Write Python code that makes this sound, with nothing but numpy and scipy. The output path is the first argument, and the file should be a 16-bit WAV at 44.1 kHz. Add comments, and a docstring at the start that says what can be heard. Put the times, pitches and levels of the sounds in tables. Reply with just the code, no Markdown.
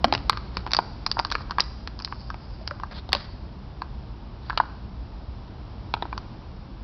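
"""A low outdoor rumble, and almost at once the hollow pop of a thin plastic water bottle, close to the
microphone. The bottle is squeezed and twisted shut over plastic wrap: wall panels buckle, creases snap
brightly, short tones ring on after a snap or knock, and the wrap rubs under the fingers. The ground and
a house front echo each snap, and the loudest snaps overload the small camera's microphone."""
import sys
import numpy as np
from scipy import signal
from scipy.fft import rfft, irfft
from scipy.io import wavfile
from scipy.ndimage import uniform_filter1d

SR = 44100
rng = np.random.default_rng(int(sys.argv[2]) if len(sys.argv) > 2 else 0)


def to_wav(s):
    """Save 16-bit WAV."""
    ch = np.atleast_2d(s).T  # columns
    pcm = np.round(np.clip(ch, -1, 1) * 32767)  # PCM
    wavfile.write(sys.argv[1], SR, pcm.astype(np.int16))


N = 301203
TIME = np.arange(N) / SR
SNAP_TIME = TIME[:1024]


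def undb(db):
    """Decibels to gain."""
    return 10 ** (np.asarray(db) / 20)


def level(x, db):
    """Scale to an rms level."""
    return x * undb(db) / np.sqrt(np.mean(x ** 2))


def burst_level(x, db):
    """Scale a short sound so that its energy equals 1 ms at this level."""
    return x * undb(db) * np.sqrt(SR / 1000 / np.sum(x ** 2))


def add(out, start_s, x):
    """Mix x into out from start_s on."""
    i = max(int(start_s * SR), 0)
    out[i:i + len(x)] += x[:len(out) - i]


def butter(order, hz, kind="low"):
    """Sections of a Butterworth filter."""
    return signal.butter(order, hz, kind, fs=SR, output="sos")


def resonate(x, hz, width_hz):
    """One resonance, gain 1 at its centre."""
    return signal.lfilter(*signal.iirpeak(hz, hz / width_hz, fs=SR), x)


def colour(x, points):
    """Shape a sound by a spectrum of (Hz, dB) points."""
    hz, db = np.transpose(points)
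    bin_hz = np.arange(len(x) // 2 + 1) * SR / len(x)
    gain = undb(np.interp(np.log(bin_hz + 1), np.log(hz), db))
    return irfft(rfft(x) * gain, len(x))


def drift(rate_hz):
    """Smooth random wandering with an rms of 1."""
    hold = int(SR / rate_hz)
    steps = np.repeat(rng.standard_normal(N // hold + 1), hold)[:N]
    return level(uniform_filter1d(uniform_filter1d(steps, hold), hold), 0)


# The open air around the microphone. Each row: frequency in Hz, relative level in dB.
AIR_SPECTRUM = [(13, -37), (22, -10), (38, -3), (58, 0.5), (86, -7.5), (109, -7), (151, -15), (199, -14.5),
                (257, -19.5), (295, -19.5), (480, -29), (940, -27.5), (1930, -42.5), (5100, -43),
                (5600, -48), (7280, -77), (12300, -120)]
# The background rises and sinks. Each row: time in seconds, rumble gain in dB, distant hiss gain in dB.
AIR_SWELL = [(0, 4, 2.5), (.7, 0, 3), (2, 0, .3), (5, -.5, 0), (6.2, -0.5, 2), (6.83, -1, -.5)]
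# Drones within the rumble. Each row: centre in Hz, nominal width in Hz, level in dB before the swell.
DRONE_BANDS = [(58.9, 6.5, -46), (126.3, 13, -52.5), (200.4, 22, -55)]


def outdoor_air(air_db=-36, rumble_db=-1.32, waver_db=0.3, split_hz=300):
    """Low rumble with a few droning bands, under a smooth distant hiss."""
    times, *gains_db = np.transpose(AIR_SWELL)
    rumble_swell_db, hiss_swell_db = (np.interp(TIME, times, db) for db in gains_db)
    air = level(colour(rng.standard_normal(N), AIR_SPECTRUM), air_db)
    low = signal.sosfiltfilt(butter(2, split_hz), air)
    drone = np.zeros(N)
    for hz, width_hz, db in DRONE_BANDS:
        band = resonate(rng.standard_normal(N), hz, 2 * width_hz)
        drone += level(resonate(band, hz, 2 * width_hz), db)
    rumble = (low * undb(rumble_db) + drone) * undb(rumble_swell_db + waver_db * drift(4.3))
    rumble = signal.sosfilt(butter(3, 32, "high"), rumble)
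    return rumble + (air - low) * undb(hiss_swell_db)


def ring(hz, rise_s, decay_s):
    """A damped mode that builds up while the plastic gives way."""
    t = SNAP_TIME
    return np.sin(2 * np.pi * hz * t) * (1 - np.exp(-(t / rise_s) ** 2)) * np.exp(-t / decay_s)


def fracture(rise_s, decay_s):
    """A flurry of tiny slips that builds up and dies away within a few milliseconds."""
    t = SNAP_TIME
    return rng.standard_normal(len(t)) * (1 - np.exp(-(t / rise_s) ** 2)) * np.exp(-t / decay_s)


def panel_pop(hz, cycles=1.4, overtone_ratio=1.365, overtone_db=-10):
    """A wall panel flips through and rings for a few cycles; the grip damps each one differently."""
    grip, shape = rng.standard_normal(2)
    fundamental = ring(hz, rise_s=0.4 / hz, decay_s=cycles * np.exp(0.092 * grip) / hz)
    overtone = ring(hz * overtone_ratio * np.exp(0.089 * shape), rise_s=0.00041, decay_s=0.003)
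    modes = burst_level(fundamental, 0) + burst_level(overtone, overtone_db)
    # a small panel radiates little bass, and the hand mutes its higher modes
    return signal.sosfilt(butter(4, [0.667 * hz, 1800], "band"), modes)


def recoil(panel_hz, pop_db, crack_db, middling_panel_hz=1053):
    """The whole bottle thumps, harder after a strong buckle and after a large, low panel."""
    octaves_up = np.log2(panel_hz / middling_panel_hz)
    thump_db = -15 + .3 * pop_db + .5 * crack_db - 14 * octaves_up
    return burst_level(ring(0.376 * panel_hz, rise_s=0.00096, decay_s=0.0015), thump_db)


# The colour of cracking plastic, close up. Each row: frequency in Hz, gain in dB.
CRACK_SPECTRUM = [(150, -21), (400, -0.5), (750, 6), (1600, 6), (2000, 2.5), (2500, 4.5), (3400, -3.5),
                  (4300, -12.5), (5500, -30)]


def crack():
    """A crack runs through the plastic in one short burst of slips."""
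    slips = fracture(rise_s=.0003, decay_s=.0012)
    return colour(np.roll(slips, 16), CRACK_SPECTRUM)


def crease(hz, grit_db=1, grit_width_hz=2700):
    """A crease swells and dies in about two milliseconds: a bright ring with grit around it."""
    tone = ring(hz, rise_s=.0012, decay_s=.00042)
    grit = fracture(rise_s=0.00093, decay_s=0.00091)
    for _ in range(2):
        grit = resonate(grit, 0.97 * hz, grit_width_hz)
    return burst_level(tone, 0) + burst_level(grit, grit_db)


# The creases change pitch as the grip changes. Each row: time in seconds, pitch in Hz.
CREASE_TUNING = [(0, 4340), (.7, 4730), (1.6, 4720), (2.05, 4920), (2.7, 4870), (3.13, 4410), (4.58, 4330),
                 (6.02, 3834), (6.18, 4770)]


def snap(time_s, panel_hz, pop_db, crack_db, crease_db):
    """The sound of a buckle: the panel pops, the bottle recoils, the crease cracks and rings high."""
    crease_hz = np.interp(time_s, *np.transpose(CREASE_TUNING))
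    bright = burst_level(crack(), crack_db) + burst_level(crease(crease_hz), crease_db)
    bright = signal.sosfilt(butter(6, 1.207 * crease_hz), bright)  # a blunt crease has no top
    pop = burst_level(panel_pop(panel_hz), pop_db)
    return pop + recoil(panel_hz, pop_db, crack_db) + bright


# Pops and snaps of the bottle wall, close to the microphone, with a few faint echoes just after loud
# ones. Each row: time in seconds, panel pitch in Hz, then pop, crack and crease levels in dB
# (energy over 1 ms, the last two before their top is dulled).
BOTTLE_SNAPS = [(0.0438, 750, -3.5, -15.5, -11.5), (.0477, 1140, -15.5, -23, -23),
                (0.0755, 630, -34, -48, -61), (0.1254, 828, -8, -17, -16), (0.138, 1110, -21.5, -18, -16.5),
                (0.1503, 1184, -19.5, -14.5, -16), (.2965, 1160, -4.5, -12.5, -9),
                (0.33, 1270, -24, -24, -41), (.373, 1170, -22.5, -37, -27.5), (.57, 970, -20, -21.5, -20),
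                (0.6651, 1005, -21, -32, -37), (0.675, 820, -31, -33, -40),
                (0.7086, 1020, -32.5, -33.5, -31), (0.7176, 1000, -29.5, -35.5, -20),
                (0.7347, 1110, -30.5, -16.5, -9), (0.7478, 1150, -19.5, -20, -14.5),
                (0.767, 1072, -22, -24, -10), (0.7886, 925, -6, -16, -26),
                (1.0643, 1063, -16.5, -24.5, -12.5), (1.1152, 1110, -28.5, -29, -11.5),
                (1.1697, 925, -16.5, -40, -57), (1.1839, 1050, -22.5, -42, -39),
                (1.1917, 1080, -19, -17, -18), (1.1968, 957, -10, -31, -18.5),
                (1.2495, 1170, -16, -28, -19), (1.3023, 1410, -37.5, -34, -27.5),
                (1.3156, 1130, -18.5, -32, -19.5), (1.322, 1570, -23, -22, -17),
                (1.3528, 1290, -13, -20, -24), (1.4077, 950, -30, -47.5, -48),
                (1.4972, 1020, -30, -49, -47), (1.509, 1030, -19, -28, -24.5),
                (1.5198, 1240, -26, -41.5, -44), (1.5844, 1090, -9.5, -21, -27.5),
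                (1.5985, 1150, -23, -17, -29), (1.6041, 1190, -30, -27, -10),
                (1.6053, 1197, -27, -19.5, -7), (1.8747, 1220, -28, -28, -27), (1.9911, 980, -37, -45, -30),
                (2.001, 1115, -34, -33.5, -33), (2.0087, 960, -32, -44, -44.5),
                (2.0225, 1270, -42, -44.5, -29), (2.0481, 1230, -34, -32.5, -17),
                (2.076, 1070, -31.5, -37.5, -50), (2.1248, 1110, -21.5, -34, -55),
                (2.3027, 1260, -21, -39, -34), (2.3431, 870, -27.5, -35.5, -45),
                (2.6762, 1340, -28, -26, -19.5), (2.7105, 1370, -20.5, -37, -41),
                (2.7995, 1100, -28.5, -41, -46), (2.8349, 1026, -18.5, -45, -39.5),
                (3.091, 885, -29, -32, -32.5), (3.121, 1160, -28, -37, -28),
                (3.1303, 1240, -17.5, -11, -6.5), (3.136, 1160, -21, -18.5, -24),
                (3.1504, 1090, -19, -19.5, -16), (3.164, 1060, -29, -38, -40),
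                (3.8196, 1020, -18.5, -34.5, -31), (4.4984, 1030, -17, -30, -29),
                (4.5041, 1585, -18.2, -33, -43.5), (4.5298, 1000, -25.5, -48, -48.5),
                (4.5756, 1305, -16.5, -13.5, -17.5), (4.5777, 1170, -18.5, -31, -19),
                (4.6009, 954, -3.5, -26, -30), (5.9396, 935, -11.5, -21, -18), (5.9677, 874, -27, -55, -55),
                (6.0242, 955, -15, -20.5, -24.5), (6.054, 900, -25, -48, -51),
                (6.1284, 1030, -20, -39, -43), (6.1784, 1103, -23.5, -32, -25.5)]


def squeezed_bottle(lead_s=.0007):
    """The wall's snaps and a few faint echoes of them; each begins just before its peak."""
    out = np.zeros(N)
    for time_s, panel_hz, *levels_db in BOTTLE_SNAPS:
        add(out, time_s - lead_s, snap(time_s, panel_hz, *levels_db))
    return out


# Short tones that ring on after a snap or knock, just as close.
# Each row: start in seconds, pitch in Hz, starting level in dB.
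RINGING_TONES = [(.044, 236, -24), (.075, 317, -28), (.126, 368, -27), (.298, 2330, -22),
                 (.568, 182.6, -31), (2.611, 640, -34), (2.712, 581, -28.5), (2.836, 1163, -26),
                 (3.131, 760, -20), (3.15, 572, -25), (6.025, 345, -32), (6.128, 2380, -27)]
# Low resonances that linger after these tones. Each row: centre in Hz, width in Hz, gain in dB.
HOLLOW_MODES = [(277, 4.3, 16), (400, 8.5, 8.5)]


def ringing(cycles_to_fade=40):
    """Each tone falls 60 dB in the same number of cycles and wakes the hollow modes."""
    tones, t = np.zeros(N), TIME[:SR]
    for start_s, hz, db in RINGING_TONES:
        cycles = hz * t
        envelope = (1 - np.exp(-cycles)) * undb(db - 60 * cycles / cycles_to_fade)
        add(tones, start_s, np.sin(2 * np.pi * cycles) * envelope)
    return tones + sum(undb(db) * resonate(tones, hz, width_hz) for hz, width_hz, db in HOLLOW_MODES)


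# Ground and walls, a few metres off at most. Each row: delay in seconds, gain in dB.
YARD_ECHOES = [(.0061, -15.5), (0.0112, -22.5), (.0285, -40), (0.0354, -27.5)]
# The colour of the yard's tail at the microphone. Each row: frequency in Hz, gain in dB.
YARD_SPECTRUM = [(100, -10.5), (250, 6.5), (500, 5), (900, -3), (1400, 2.5), (2400, -1.5), (3600, -8.5),
                 (4300, -2), (4800, -3.5), (5300, -2.5), (5900, -4)]


def yard(x, low_t60_s=0.61, treble_t60_s=0.9, build_s=0.013, scatter_s=0.00345, sway=.06):
    """Single echoes, scatter from hands and body, and a tail between the walls whose treble lingers."""
    echoes = np.zeros(N)
    for delay_s, db in YARD_ECHOES:
        path_s = delay_s * (1 + sway * drift(2))  # the bottle moves about in the hands
        delayed_index = np.arange(N) - (path_s * SR).astype(int)
        echoes += undb(db) * x[np.clip(delayed_index, 0, N - 1)]
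    t = TIME[:SR]
    noise = rng.standard_normal(SR)
    low = signal.sosfiltfilt(butter(2, 2000), noise)
    tail = low * undb(-60 * t / low_t60_s) + (noise - low) * undb(-60 * t / treble_t60_s)
    tail *= 1 - np.exp(-t / build_s)
    tail = colour(level(tail, db=-17.5), YARD_SPECTRUM)
    scatter = level(rng.standard_normal(SR) * t * np.exp(-t / scatter_s), db=-22)
    return echoes + signal.fftconvolve(x, (tail + scatter) / np.sqrt(SR))[:N]


def crinkles(strong_db=-22, weaker_db=-20, spread_db=2, spread_s=.016, middling_panel_hz=1053):
    """A strong buckle strains a neighbouring panel, which gives way faintly just after it."""
    out = np.zeros(N)
    chances = rng.standard_normal((len(BOTTLE_SNAPS), 3))
    for (time_s, _, *levels_db), (lag, size, pitch) in zip(BOTTLE_SNAPS, chances):
        if max(levels_db) > strong_db:
            faint_db = np.minimum(levels_db, -14) + weaker_db + spread_db * size
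            panel_hz = middling_panel_hz * np.exp(.2 * np.tanh(pitch))
            add(out, time_s + spread_s * abs(lag), snap(time_s, panel_hz, *faint_db))
    return out


# Wrap sliding under the fingers, faint even this close. Each row: start in seconds, length in seconds,
# hiss centre in Hz, width in Hz, then hiss and bottle levels in dB before the fades and treble cut.
WRAP_RUBS = [(0.528, 0.098, 4200, 910, -51, -51.5), (1.265, 0.19, 4580, 1200, -52.5, -52.5),
             (1.957, 0.42, 4830, 794, -54.5, -66.5), (2.279, 0.47, 4850, 790, -59.5, -63.5),
             (2.905, 0.034, 4000, 1910, -48, -43.5), (2.933, 0.076, 4020, 1280, -45, -48),
             (3.14, 0.14, 3900, 2190, -48, -49), (4.408, 0.17, 4300, 1410, -55.5, -55.5)]


def wrap(flutter_db=2, slip_chance=.08, top_hz=5350):
    """Film sticks and slips on the cap: dense tiny grains that hiss and faintly shake the bottle."""
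    out = np.zeros(N)
    for start_s, length_s, hz, width_hz, hiss_db, body_db in WRAP_RUBS:
        n = int(length_s * SR)
        grip = undb(flutter_db * drift(150)[:n])
        slips = rng.standard_normal(n) * grip * (rng.random(n) < slip_chance)
        hiss_band = butter(2, [hz - width_hz / 2, hz + width_hz / 2], "band")
        hiss = level(signal.sosfilt(hiss_band, slips), hiss_db)
        body = level(signal.sosfilt(butter(2, [400, 2000], "band"), slips), body_db)
        add(out, start_s, (hiss + body) * signal.windows.tukey(n, .5))
    return signal.sosfilt(butter(8, top_hz), out)


def scene():
    """Bottle and wrap close up, with the yard and the open air behind them, in mono."""
    plastic = squeezed_bottle() + wrap() + crinkles()
    return (plastic + ringing() + yard(plastic) + outdoor_air())[None]


def record(dry, mic_hz=5850, overload=.74, top_hz=15700):
    """A small narrow-band microphone that flattens the highest peaks."""
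    narrow = signal.sosfiltfilt(butter(14, mic_hz), dry)
    clipped = np.clip(narrow, -overload, overload)
    return signal.sosfilt(signal.ellip(8, .2, 70, top_hz, fs=SR, output="sos"), clipped)


dry = scene()
out = record(dry)
to_wav(out)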